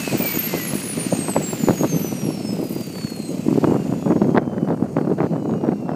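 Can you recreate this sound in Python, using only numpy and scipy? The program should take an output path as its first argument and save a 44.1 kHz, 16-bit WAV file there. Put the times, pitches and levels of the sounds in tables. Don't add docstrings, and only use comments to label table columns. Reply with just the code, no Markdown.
import sys
import numpy as np
from scipy import signal
from scipy.fft import rfft, irfft, next_fast_len
from scipy.io import wavfile
from scipy.ndimage import uniform_filter1d, map_coordinates

SR = 44100
rng = np.random.default_rng(int(sys.argv[2]) if len(sys.argv) > 2 else 0)


def materialize(psi):
    bounded = np.clip(np.atleast_2d(psi).T, -1, 1)
    quanta = np.round(bounded * 32767).astype(np.int16)
    wavfile.write(sys.argv[1], SR, quanta)


N = 262395
T = np.arange(N) / SR
TOP_HZ = 15450

# t/s, rush gain/dB, swish gain/dB, swish chop/0-1
AIR = [(0, -33, -37, 0.03), (.44, -33, -54, 0.2), (.66, -34.5, -48, 0.1), (.9, -36, -60, 0.35),
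       (1.54, -38.5, -54, 0.2), (1.76, -39.5, -49, 0.4), (2.0, -39.5, -55, 0.4), (2.2, -42.5, -51, 0.2),
       (2.42, -44, -60, 0.1), (2.64, -45, -50.5, 0.17), (2.9, -44, -52.5, 0.2), (3.3, -45.5, -48.5, 0.27),
       (3.55, -45.5, -64, 0.1), (3.96, -48, -69, 0), (4.378, -53.5, -67, 0.1), (4.39, -58.5, -79, 0.1),
       (5.0, -55, -65, 0.1), (5.5, -56, -82, 0.2), (5.95, -58.5, -81, .2)]
# f/Hz, density/dB
CRACKLE_SPECTRUM = [(300, 6), (600, 12), (900, 1.5), (1500, -6.5), (2500, -23.5), (4000, -31), (8000, -51)]


def amp(db):
    return 10 ** (np.asarray(db) / 20)


def unit(x):
    return x / np.sqrt(np.mean(x ** 2) + 1e-20)


def curves(rows):
    s, *cols = np.transpose(rows)
    return [np.interp(T, s, c) for c in cols]


def wobble(knots_per_s):
    knots = rng.standard_normal(int(N * knots_per_s / SR) + 4)
    return map_coordinates(knots, [T * knots_per_s])


def filtered(x, response):
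    m = next_fast_len(N + 8192)
    return irfft(rfft(x, m) * response(np.fft.rfftfreq(m, 1 / SR)), m)[:N]


def shape(points):
    f, db = np.transpose(points)
    return lambda hz: amp(np.interp(np.log(hz + 1), np.log(f + 1), db))


def steep_band(centre_hz, width_hz):
    return lambda hz: 1 / (1 + (2 * (hz - centre_hz) / width_hz) ** 4)


def noise(response):
    return unit(filtered(rng.standard_normal(N), response))


def wavelet(t, hz, cycles, turn):
    return np.exp(-(t * hz / cycles) ** 2) * np.cos(2 * np.pi * hz * t + turn)


def tone(hz, db, flutter_db, blur_hz):
    scatter, beats_per_khz = .3, 3
    phase = 2 * np.pi * np.cumsum(hz + blur_hz * wobble(120)) / SR
    beats = np.cumsum(beats_per_khz * np.minimum(hz, TOP_HZ) / 1000 + 8) / SR
    in_phase, quadrature = [map_coordinates(rng.standard_normal(int(beats[-1]) + 4), [beats]) for _ in "ab"]
    beads = np.hypot(1 + scatter * in_phase, scatter * quadrature)
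    flutter = amp(flutter_db * np.clip(hz / 8000, .4, 1.6) * wobble(160))
    return np.sqrt(2) * amp(db) * unit(flutter * beads) * np.sin(phase) * (hz < TOP_HZ)


def whine():
    # t/s, compressor base tone f/Hz, power turbine blade tone f/Hz
    shafts = [(0, 8749.7, 19881.9), (.3, 7051.1, 17175), (.6, 5823.1, 15038.2), (1.05, 4575.1, 12589.2),
              (1.5, 3739.3, 10769.5), (2.2, 2873.2, 8735.1), (3.25, 2091.1, 6727), (4.3, 1613.1, 5389.4),
              (5.35, 1295.1, 4428.1), (5.95, 1154, 3982.1)]
    # t/s, compressor base level/dB, power turbine gear whine level/dB
    early = [(0, -60, -37), (.06, -41, -36), (.11, -38, -35), (.17, -50, -44), (.22, -56, -38),
             (.26, -66, -32), (.31, -66, -36), (.36, -33.5, -37), (.41, -53, -49), (.46, -52, -46),
             (.51, -66, -41.5), (.61, -62, -34.5), (.67, -68, -42), (.74, -70, -52), (.85, -80, -70),
             (1.3, -90, -85)]
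    # t/s, 2x base level/dB, 4x base level/dB, blade tone level/dB
    main = [(0.18, -32, -45, -43), (0.25, -24, -45, -43), (0.32, -28, -45, -43), (0.39, -21.5, -45, -43),
            (0.46, -29, -45, -43), (0.53, -38, -45, -48), (0.6, -31, -45, -43), (0.67, -33, -45, -46),
            (0.74, -32, -45, -41), (0.81, -35, -45, -42), (0.88, -27.5, -45, -45), (0.95, -34.5, -45, -50),
            (1.02, -30, -45, -50), (1.09, -36.5, -45, -52), (1.16, -30.5, -45, -49),
            (1.23, -31.5, -45, -51), (1.3, -32.5, -45, -47), (1.37, -33, -45, -46), (1.44, -32, -47, -56),
            (1.51, -33.5, -40, -44), (1.58, -41, -46, -51), (1.65, -39, -43, -46), (1.72, -44.5, -46, -52),
            (1.79, -30, -42, -54), (1.86, -38, -47, -58), (1.93, -29, -49, -56), (2.0, -38, -34, -54),
            (2.07, -39, -41, -52), (2.14, -43.5, -48, -51), (2.21, -39, -53, -49), (2.28, -40.5, -43, -54),
            (2.35, -45, -50, -62), (2.42, -47, -63, -50), (2.49, -38.5, -64, -50), (2.56, -50, -71, -56),
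            (2.63, -50, -58, -61), (2.7, -54, -72, -80), (2.77, -50, -62, -61), (2.84, -45, -55, -61),
            (2.91, -54, -58, -60), (2.98, -43, -50, -53), (3.05, -41, -53, -49), (3.12, -40, -57, -53),
            (3.19, -44.5, -56, -58), (3.26, -50, -50, -54), (3.33, -60, -58, -51), (3.45, -65, -59, -59),
            (3.6, -68, -65, -80), (3.75, -72, -61, -74), (3.9, -67, -61, -68), (4.05, -62, -56, -61),
            (4.2, -64, -59, -63), (4.35, -65, -66, -69), (4.5, -64, -71, -80), (4.65, -60, -69, -76),
            (4.8, -70, -76, -76), (4.95, -70, -74, -71), (5.1, -67, -71, -70), (5.25, -67, -73, -71),
            (5.4, -77, -80, -76), (5.55, -66, -77, -67), (5.7, -72, -75, -67), (5.85, -79, -77, -82),
            (5.93, -80, -75, -75)]
    # t/s, length/ms, depth/dB
    dips = [(0.171, 9, 24), (0.251, 15, 24), (0.297, 4.4, 12), (0.331, 13, 11), (0.379, 16, 19),
            (0.423, 16, 11), (0.484, 7, 23), (0.539, 10, 24), (0.566, 6.5, 17), (0.61, 6, 18),
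            (0.733, 12, 23), (0.819, 12, 24), (0.881, 12, 10), (0.957, 9.4, 15), (1.08, 5.9, 24),
            (1.162, 13, 18), (1.401, 55, 12), (1.573, 12, 19), (1.753, 8, 13), (1.865, 14, 24),
            (2.0, 35, 16), (2.924, 11, 24), (3.368, 17, 16)]
    # t/s, level/dB, its octave level/dB
    bearing = [(4.4, -85, -85), (5.0, -76, -78), (5.28, -74, -77), (5.38, -63, -71), (5.5, -65, -74),
               (5.6, -59, -64), (5.7, -67, -66), (5.8, -63, -68), (5.88, -57, -66), (5.95, -55, -64)]
    # t/s, 1.543x base level/dB, 5.333x base level/dB
    brief = [(3.6, -80, -85), (3.67, -55, -83), (3.84, -57, -84), (3.9, -72, -85), (4.0, -62, -80),
             (4.1, -82, -80), (4.4, -85, -88), (4.65, -85, -82), (4.95, -85, -74), (5.1, -85, -80),
             (5.25, -88, -75), (5.4, -87, -68), (5.47, -85, -58), (5.55, -85, -62), (5.65, -85, -81),
             (5.9, -85, -70)]
    # t/s, level/dB at 3.79x, 3.922x, 5.469x, 7.01x base
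    sidebands = [(3.0, -80, -85, -85, -90), (3.3, -66, -75, -76, -84), (3.45, -62, -82, -79, -84),
                 (3.6, -69, -64, -80, -67), (3.75, -66, -62, -83, -67), (3.9, -73, -60, -78, -70),
                 (4.05, -73, -70, -78, -74), (4.2, -79, -67, -78, -78), (4.35, -75, -69, -76, -79),
                 (4.5, -84, -74, -83, -86), (4.65, -79, -72, -73, -82), (4.8, -79, -77, -86, -86),
                 (4.95, -75, -75, -82, -85), (5.1, -78, -77, -80, -81), (5.25, -86, -82, -71, -77),
                 (5.4, -82, -76, -69, -78), (5.55, -82, -80, -73, -76), (5.7, -69, -85, -80, -71),
                 (5.95, -84, -80, -79, -80)]
    # multiple of base, level/dB re rush before emergence
    faint = [(3.017, -25), (3.085, -22), (3.15, -22), (4.562, -22), (4.693, -21), (5.402, -24),
             (6.107, -23), (6.242, -22), (6.88, -24), (7.644, -30), (7.781, -29)]
    # t/s, gain/dB
    emerge = [(3.0, -14), (3.6, -5), (4.4, 2), (5.95, 3)]
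    fade_db, fades_per_s = 1.2, 14
    flutter_db = 1.6
    blur_from_s, blur_hz_per_s = 4.3, 14

    s, *speeds = np.transpose(shafts)
    base_hz, blade_hz = [1 / np.polyval(np.polyfit(s, 1 / speed, 7), T) for speed in speeds]
    second_db, fourth_db, blade_db = [db + fade_db * wobble(fades_per_s) for db in curves(main)]
    second_db = second_db - sum(db * np.exp(-((T - s) * 2500 / ms) ** 2) for s, ms, db in dips)
    first_db, gear_db = curves(early)

    orders = [1, 2, 4, 2.314, 4.628, 1.543, 5.333, 3.79, 3.922, 5.469, 7.01]
    levels_db = [first_db, second_db, fourth_db, *curves(bearing), *curves(brief), *curves(sidebands)]
    base_locked = sum(tone(k * base_hz, db, flutter_db, blur_hz=4.94) for k, db in zip(orders, levels_db))
    faint_db = curves(AIR)[0] + curves(emerge)[0]
    overtones = sum(tone(k * base_hz, faint_db + db + 3 * wobble(5), flutter_db=1.5, blur_hz=4)
                    for k, db in faint)
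    blade_blur_hz = 3.9 + blur_hz_per_s * np.clip(T - blur_from_s, 0, None)
    blades = tone(blade_hz, blade_db, flutter_db, blade_blur_hz)
    gear = tone(.1335 * blade_hz, gear_db, flutter_db, blur_hz=26.6)
    return base_locked + overtones + blades + gear


def blade_pulse(sharp, uneven):
    pass_ms = 15.353 + 3.989 * T + .247 * T ** 2
    facing_s = 2.698
    passes = np.cumsum(1000 / pass_ms) / SR
    angle = 2 * np.pi * (passes - passes[int(facing_s * SR)])
    bump = np.exp(sharp * np.cos(angle)) * (1 + uneven * np.cos(angle / 2))
    return bump / bump.mean()


def air():
    # f/Hz, density/dB
    rush_spectrum = [(530, -43), (900, -6.5), (1290, -4), (1670, -5), (2510, 3), (3540, -9.5), (4330, -8),
                     (5910, -7.5), (6650, -13), (7410, -9), (8440, -9.5), (9740, -16), (11000, -14.5),
                     (13400, -10.5), (15500, -27)]
    # f/Hz, width/Hz, gain/dB
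    duct_peaks = [(2356, 380, -4.5), (4390, 980, 3), (6720, 800, 4.5), (8460, 1040, 0)]
    # f/Hz, width/Hz
    valleys = [(1760, 460), (3560, 1200)]
    # t/s, share taken/0-1 by each dip
    valley_depth = [(1.9, 0, 0), (2.2, .3, 0.0019), (3.4, .3, 0.1), (3.6, .05, .05), (4.37, .05, .1),
                    (4.4, .05, .4)]
    # f/Hz, density/dB
    swish_spectrum = [(5000, -13), (8000, 22), (11000, 10.5), (14000, 0), (16000, -1)]
    # t/s, top gain/dB (bottom gets the opposite)
    swish_tilt = [(2.3, 3), (2.7, 9), (2.95, 6), (3.2, -3.5), (3.6, 1)]
    # t/s, level/dB
    slap_level = [(0, -42.5), (2.2, -49.5), (2.9, -70), (2.96, -41), (3.06, -44.5), (3.15, -52), (3.6, -87)]
    # f/Hz, density/dB
    slap_spectrum = [(500, 0.5), (1100, 1.5), (2500, -8.5), (3600, -10.5), (6000, -34)]
    rush_chop = .12
    rush_db, swish_db, swish_chop = curves(AIR)

    def ducts(hz):
        return amp(sum(db / (1 + (2 * (hz - c) / w) ** 2) for c, w, db in duct_peaks))

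    rush = noise(lambda hz: shape(rush_spectrum)(hz) * ducts(hz))
    rush *= amp(.6 * wobble(9))
    for c, w, db in duct_peaks:
        flare = amp(db - 16 + 3.2 * wobble(14))
        rush += flare * noise(steep_band(c, w))
    for (c, w), depth in zip(valleys, curves(valley_depth)):
        rush -= depth * filtered(rush, steep_band(c, w))
    rush *= 1 + rush_chop * (blade_pulse(sharp=1.27, uneven=.059) - 1)

    tilt_db = curves(swish_tilt)[0]
    swish = 0
    for c, db in zip((8000, 11000, 14000), (-tilt_db, -1.5, tilt_db)):
        band = noise(lambda hz: shape(swish_spectrum)(hz) / (1 + ((hz - c) / 1500) ** 2))
        swish = swish + band * amp(db + 3.3 * wobble(35.7))
    swish = unit(swish) * (1 + swish_chop * (blade_pulse(sharp=3, uneven=.31) - 1))

    slap = unit(noise(shape(slap_spectrum)) * blade_pulse(sharp=2.5, uneven=.056))
    return amp(rush_db) * rush + amp(swish_db) * swish + amp(curves(slap_level)[0]) * slap


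def gusts():
    # t/s, level/dB before trim, crackle/dB re that level
    calm = [(0.0, -27, -3.5), (0.4, -27.5, -21), (1.76, -22.5, -38), (2.17, -24, -16), (2.53, -23.5, -20),
            (3.12, -27, -31), (3.61, -24.5, -12), (3.98, -22.5, -12.5), (4.24, -30, -19), (4.54, -26, -4),
            (5.6, -22.5, -25), (5.95, -20.5, -8.5)]
    gust_rows = [(0.128, 0.036, -15.5, -14), (0.186, 0.073, -20, -10), (0.35, 0.012, -19, -15),
                 (0.53, 0.043, -18.5, -16), (0.702, 0.031, -16, -14), (1, 0.015, -19, -19),
                 (1.045, 0.025, -25, -31), (1.116, 0.14, -22, -10), (1.283, 0.0087, -25, 3.5),
                 (1.344, 0.041, -21, -3.5), (1.4, 0.038, -18.5, -22), (1.475, 0.048, -26, -18),
                 (1.527, 0.021, -19, -10), (1.634, 0.023, -19, -20), (1.675, 0.06, -16, -21),
                 (1.79, 0.028, -25, -20), (1.811, 0.047, -14, -18), (1.928, 0.066, -20.5, -18),
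                 (2.223, 0.031, -25, -27), (2.279, 0.032, -18.5, -29), (2.374, 0.038, -23.5, -19),
                 (2.607, 0.044, -17, -21), (2.736, 0.031, -21.5, -21), (3.35, 0.048, -22, -33),
                 (3.486, 0.078, -18.5, -25), (3.62, 0.051, -17, -11), (3.677, 0.086, -14, -13),
                 (3.882, 0.027, -17, -17), (3.91, 0.013, -29, -12), (4.062, 0.073, -14.5, -11.5),
                 (4.162, 0.02, -15, -17), (4.217, 0.11, -14, -19), (4.354, 0.035, -20, -18),
                 (4.393, 0.061, -18.5, -9.5), (4.533, 0.07, -18, -14), (4.607, 0.022, -17, -17),
                 (4.686, 0.057, -15.5, -7.5), (4.813, 0.041, -19.5, -6), (4.96, 0.1, -18, -6.5),
                 (5.045, 0.036, -19.5, -14), (5.108, 0.028, -16.5, -13), (5.18, 0.037, -16.5, -3.5),
                 (5.234, 0.027, -22, -1), (5.316, 0.076, -21, -6), (5.444, 0.051, -16.5, -28),
                 (5.504, 0.078, -17.5, -14), (5.609, 0.12, -20, -9), (5.885, 0.2, -26.5, -4)]
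    rise_s, crackle_rise_s, fall_s = .014, .004, .013
    calm_db, calm_crackle_db = curves(calm)
    buffet_power = amp(calm_db) ** 2
    crackle_power = amp(calm_db + calm_crackle_db) ** 2
    for s, hold_s, db, crackle_db in gust_rows:
        fall = np.exp(-np.clip(T - s - hold_s, 0, None) / fall_s)
        slow, quick = [np.clip((T - s) / rise + 1, 0, 1) * fall for rise in (rise_s, crackle_rise_s)]
        buffet_power = buffet_power + (amp(db) * slow) ** 2
        crackle_power = crackle_power + (amp(db + crackle_db) * quick) ** 2
    return np.sqrt(buffet_power), np.sqrt(crackle_power)


def wind():
    # f/Hz, density/dB
    buffet_spectrum = [(53, -46), (90, -13), (162, 3), (285, -2), (473, -6.5), (794, -17.5), (894, -23.5),
                       (1190, -29.5), (1500, -38), (1950, -71), (3300, -120)]
    # f/Hz, density/dB
    roar_spectrum = [(20, -7), (40, 0.5), (80, 0.5), (130, 4), (200, 12), (350, 1), (600, -57), (1200, -68)]
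    strength, sharpness = gusts()
    lumps, fine = wobble(40), wobble(110)
    buffet = unit(amp(2.4 * lumps + 2.8 * fine) * noise(shape(buffet_spectrum)))
    spikes = np.minimum(wobble(300), 1.7)
    crackle = unit(amp(.69 * lumps + 4.3 * fine + 6.5 * spikes) * noise(shape(CRACKLE_SPECTRUM)))
    roar = uniform_filter1d(strength, size=SR // 2) * noise(shape(roar_spectrum))
    return amp(-5.5) * strength * buffet + amp(-4.5) * sharpness * crackle + amp(-10) * roar


def pops():
    # t/s, thump/dB, thump f/Hz, snap/dB re thump, bright edge/dB re thump
    eddies = [(0.077, -13.5, 358, -5.5, -39), (0.152, -7.5, 270, -15.5, -42), (0.201, -8.5, 235, -26, -42),
              (0.219, -12, 245, -15, -42), (0.234, -23, 293, -12, -17), (0.373, -11.5, 255, -13, -42),
              (0.533, -21.5, 304, 1, -29), (0.54, -19.5, 321, 4, -30), (0.552, -12.5, 329, -16, -42),
              (0.735, -10, 257, -10, -42), (0.754, -10.5, 260, -21, -42), (1.067, -8, 225, -34, -42),
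              (1.127, -9.5, 343, -5, -42), (1.135, -9, 218, -14, -42), (1.191, -8.5, 248, -26, -42),
              (1.284, -12.5, 300, -4, -12), (1.293, -13, 270, -4.5, -22), (1.365, -7, 293, 1.5, -11),
              (1.376, -5, 295, -17, -42), (1.656, -19, 270, -28, -42), (1.675, -9, 295, -17, -23),
              (1.686, -2.5, 377, -3.5, -22), (1.696, -4, 185, -9, -42), (1.708, -6, 246, -1, -11),
              (1.811, -10, 368, -24, -30), (1.822, -16, 240, -16, -42), (1.835, -10.5, 240, -2, -42),
              (1.843, -6, 330, -9, -25), (1.846, -10, 252, 0, -29), (1.853, -10, 217, -17, -42),
              (1.86, -16, 312, -16, -42), (1.963, -6.5, 216, -23, -42), (1.972, -10.5, 250, -14, -38),
              (2.015, -13, 200, -20, -36), (2.047, -10.5, 344, -14, -42), (2.126, -12.5, 215, -11.5, -36),
              (2.154, -18, 240, -20, -36), (2.233, -13.5, 200, -25, -40), (2.254, -11, 240, -24, -40),
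              (2.289, -9.5, 260, -20, -42), (2.306, -15, 260, -11, -32), (2.376, -15, 210, -13, -36),
              (2.45, -15, 260, -18, -40), (2.506, -16, 200, -14, -38), (2.53, -11, 261, -20, -40),
              (2.589, -13, 280, -24, -40), (2.629, -14, 330, -11, -34), (2.708, -15, 229, -15, -40),
              (2.764, -11, 282, -12, -34), (2.803, -17.5, 260, -13, -38), (2.903, -15.5, 240, -22, -40),
              (3.048, -9.5, 190, -26, -42), (3.121, -15, 276, -16, -40), (3.202, -13, 237, -22, -42),
              (3.294, -12.5, 258, -33, -38), (3.394, -12, 199, -22, -40), (3.466, -8.5, 313, -32, -42),
              (3.485, -2, 255, -11, -40), (3.513, -8, 280, -24, -42), (3.528, -4, 270, -15, -41),
              (3.541, -14, 217, -31, -44), (3.558, -6, 301, -19, -42), (3.577, -5.5, 316, -12.5, -38),
              (3.585, -3, 313, -20, -42), (3.633, -13, 266, -17, -42), (3.643, -9.5, 258, 4, -5),
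              (3.648, -5, 273, -15, -26), (3.674, -5, 314, -13, -27), (3.687, -16, 280, -8, -42),
              (3.698, -8, 280, -10, -42), (3.711, -6.5, 215, -20, -42), (3.723, -5, 313, -14, -42),
              (3.735, -25.5, 292, 7.5, -42), (3.744, -15, 261, -1, -34), (3.75, -15, 269, -19, -42),
              (3.765, -14.5, 348, -3.5, -31), (3.925, -8, 240, -12, -30), (3.938, -16.5, 251, -4.5, -30),
              (4.026, -17, 215, -4, -30), (4.06, -12.5, 247, -6.5, -42), (4.078, -10, 238, -5.5, -35),
              (4.1, -10, 339, -12, -26), (4.104, -6, 254, -17, -26), (4.108, -9, 238, -5, -42),
              (4.12, -11.5, 317, -4, -16), (4.124, -6, 280, -11, -27), (4.131, -6.5, 305, -14, -40),
              (4.157, -14, 257, -22, -38), (4.163, -4.5, 279, -15, -40), (4.218, -1.5, 258, -7, -25),
              (4.224, -5, 246, -26, -42), (4.24, -19, 236, -18, -42), (4.245, -13.5, 256, -11, -17),
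              (4.264, -10, 283, -28, -42), (4.271, -10, 262, -12, -42), (4.284, -6.5, 278, -26, -42),
              (4.293, -4.5, 256, -16, -28), (4.304, -15, 322, -9, -42), (4.315, -16, 286, -19, -42),
              (4.348, -2.5, 292, -11, -26), (4.354, -17, 278, 2, -30), (4.364, -10, 387, 1.5, -10),
              (4.37, -13, 354, -3, -25), (4.375, -1.5, 292, -3.5, -11.5), (4.381, -4, 284, -1.5, -8),
              (4.385, -16, 231, -10, -10), (4.393, -13, 254, -15, -36), (4.477, -11.5, 244, -13, -42),
              (4.582, -13.5, 378, -4, -12), (4.63, -9.5, 263, -26, -42), (4.687, -9.5, 408, -8, -22),
              (4.698, -16, 313, -12, -35), (4.705, -13.5, 216, 0, -24), (4.726, -13.5, 401, -5.5, -23),
              (4.737, -12, 246, -19, -42), (4.825, -3.5, 240, -16.5, -34), (4.968, -11, 430, -2, -14),
              (4.985, -7.5, 257, -6.5, -29), (4.988, -16, 255, -7, -33), (5.015, -12.5, 292, -22, -35),
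              (5.074, -11, 318, -10, -44), (5.079, -14.5, 231, -12, -37), (5.085, -20, 232, -15, -42),
              (5.098, -9.5, 330, -14, -42), (5.104, -10, 337, -11, -36), (5.117, -10.5, 350, -7, -39),
              (5.122, -15, 291, -7, -32), (5.137, -12.5, 253, -14, -42), (5.187, -13, 237, -18, -18),
              (5.205, -5, 330, -7, -16.5), (5.217, -12, 244, -12, -19), (5.231, -12, 332, -2.5, -25),
              (5.241, -10, 290, -11, -44), (5.244, -8.5, 235, -11, -32), (5.267, -16.5, 364, -4, -19),
              (5.334, -13, 215, -13, -28), (5.36, -12, 232, -11, -29), (5.425, -18, 200, -10, -30),
              (5.457, -14, 339, -8, -42), (5.478, -12, 302, -21, -42), (5.495, -13, 320, -4.5, -30),
              (5.508, -13, 224, -19, -42), (5.518, -7.5, 241, -22, -42), (5.526, -12, 252, -14, -42),
              (5.538, -19.5, 272, 2.5, -26), (5.55, -14, 216, -27, -42), (5.639, -13.5, 298, -1, -28),
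              (5.655, -16, 255, -6, -42), (5.681, -19, 344, -6, -12), (5.689, -1.5, 282, -10, -26),
              (5.719, -14, 282, -12, -19), (5.893, -13, 301, -3, -15.5)]
    snap_hz, edge_hz = 760, 1780
    thump_cycles, ring_cycles = .42, .8
    puff_db, puff_rise_s, puff_fall_s = -6, .001, .0042
    small_per_s, small_db, small_spread_db = 37, -6, 5.5
    half = 400
    t = np.arange(-half, half) / SR
    sound = np.zeros(N + SR)
    rough = noise(shape(CRACKLE_SPECTRUM))
    trail = amp(puff_db) * np.exp(-np.abs(t) / np.where(t < 0, puff_rise_s, puff_fall_s))
    bell_cycles = np.where(t < 0, thump_cycles, ring_cycles)

    draws = rng.uniform(-1.147, 1, (len(eddies), 3))
    for (s, db, hz, snap_db, edge_db), (turn, tune, other) in zip(eddies, draws):
        start = round(s * SR)
        thump = wavelet(t, hz, bell_cycles, np.pi * turn)
        puff = trail * rough[start - half:][:len(t)]
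        snap = wavelet(t, snap_hz * (1 + .091 * tune), .56, np.pi * other) + puff
        edge = wavelet(t, edge_hz * (1 + .15 * other), 1.05, np.pi * tune)
        sound[start:][:len(t)] += amp(db) * (thump + amp(snap_db) * snap + amp(edge_db) * edge)

    sharpness = gusts()[1]
    for at, size, tune, turn in rng.uniform(0, 1, (int(small_per_s * N / SR), 4)):
        start = int(at * N)
        level = sharpness[start] * amp(small_db - small_spread_db * np.log(1.1 - size))
        snap = wavelet(t, snap_hz * (.37 + .73 * tune), .27, 2 * np.pi * turn)
        sound[start:][:len(t)] += level * snap
    return sound[half:N + half]


def ticks():
    # t/s, peak level/dB
    tick_rows = [(1.7074, -31), (3.6416, -28), (4.2153, -37), (4.362, -27), (4.3734, -25), (4.377, -19),
                 (4.4209, -45), (4.5062, -45), (4.5521, -45), (4.581, -39), (4.6857, -35), (4.7147, -39),
                 (4.8229, -44), (4.856, -48), (4.9651, -38), (5.1028, -39), (5.1851, -36), (5.203, -36),
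                 (5.231, -44), (5.3093, -45), (5.4924, -45), (5.5109, -36), (5.5358, -41), (5.6116, -38),
                 (5.68, -36), (5.7853, -48), (5.8676, -47), (5.891, -37)]
    hz, cycles, lag_s = 3200, .64, .0006
    turns = rng.uniform(0, 2 * np.pi, len(tick_rows))
    return sum(amp(db) * wavelet(T - s - lag_s, hz, cycles, turn) for (s, db), turn in zip(tick_rows, turns))


def whistles():
    # t/s, f/Hz, peak level/dB
    pips = [(2.617, 13600, -42), (2.641, 14080, -39), (2.696, 14020, -31), (2.729, 13740, -43),
            (2.752, 15090, -34), (2.758, 13300, -40), (2.808, 14320, -40), (2.812, 13400, -41),
            (2.868, 15100, -41), (2.869, 14000, -39), (2.897, 12170, -44)]
    width_s = .0022
    return sum(amp(db) * wavelet(T - s, hz, hz * width_s, 0) for s, hz, db in pips)


def scene():
    return (whine() + air() + wind() + pops() + ticks() + whistles())[None]


def record(dry):
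    ceiling, hardness = .72, 5
    low_cut = signal.butter(3, 100, "high", fs=SR, output="sos")
    thin = signal.sosfilt(low_cut, dry[0])
    soft = thin / (1 + np.abs(thin / ceiling) ** hardness) ** (1 / hardness)
    return filtered(soft, lambda hz: hz < TOP_HZ)[None]


dry = scene()
out = record(dry)
materialize(out)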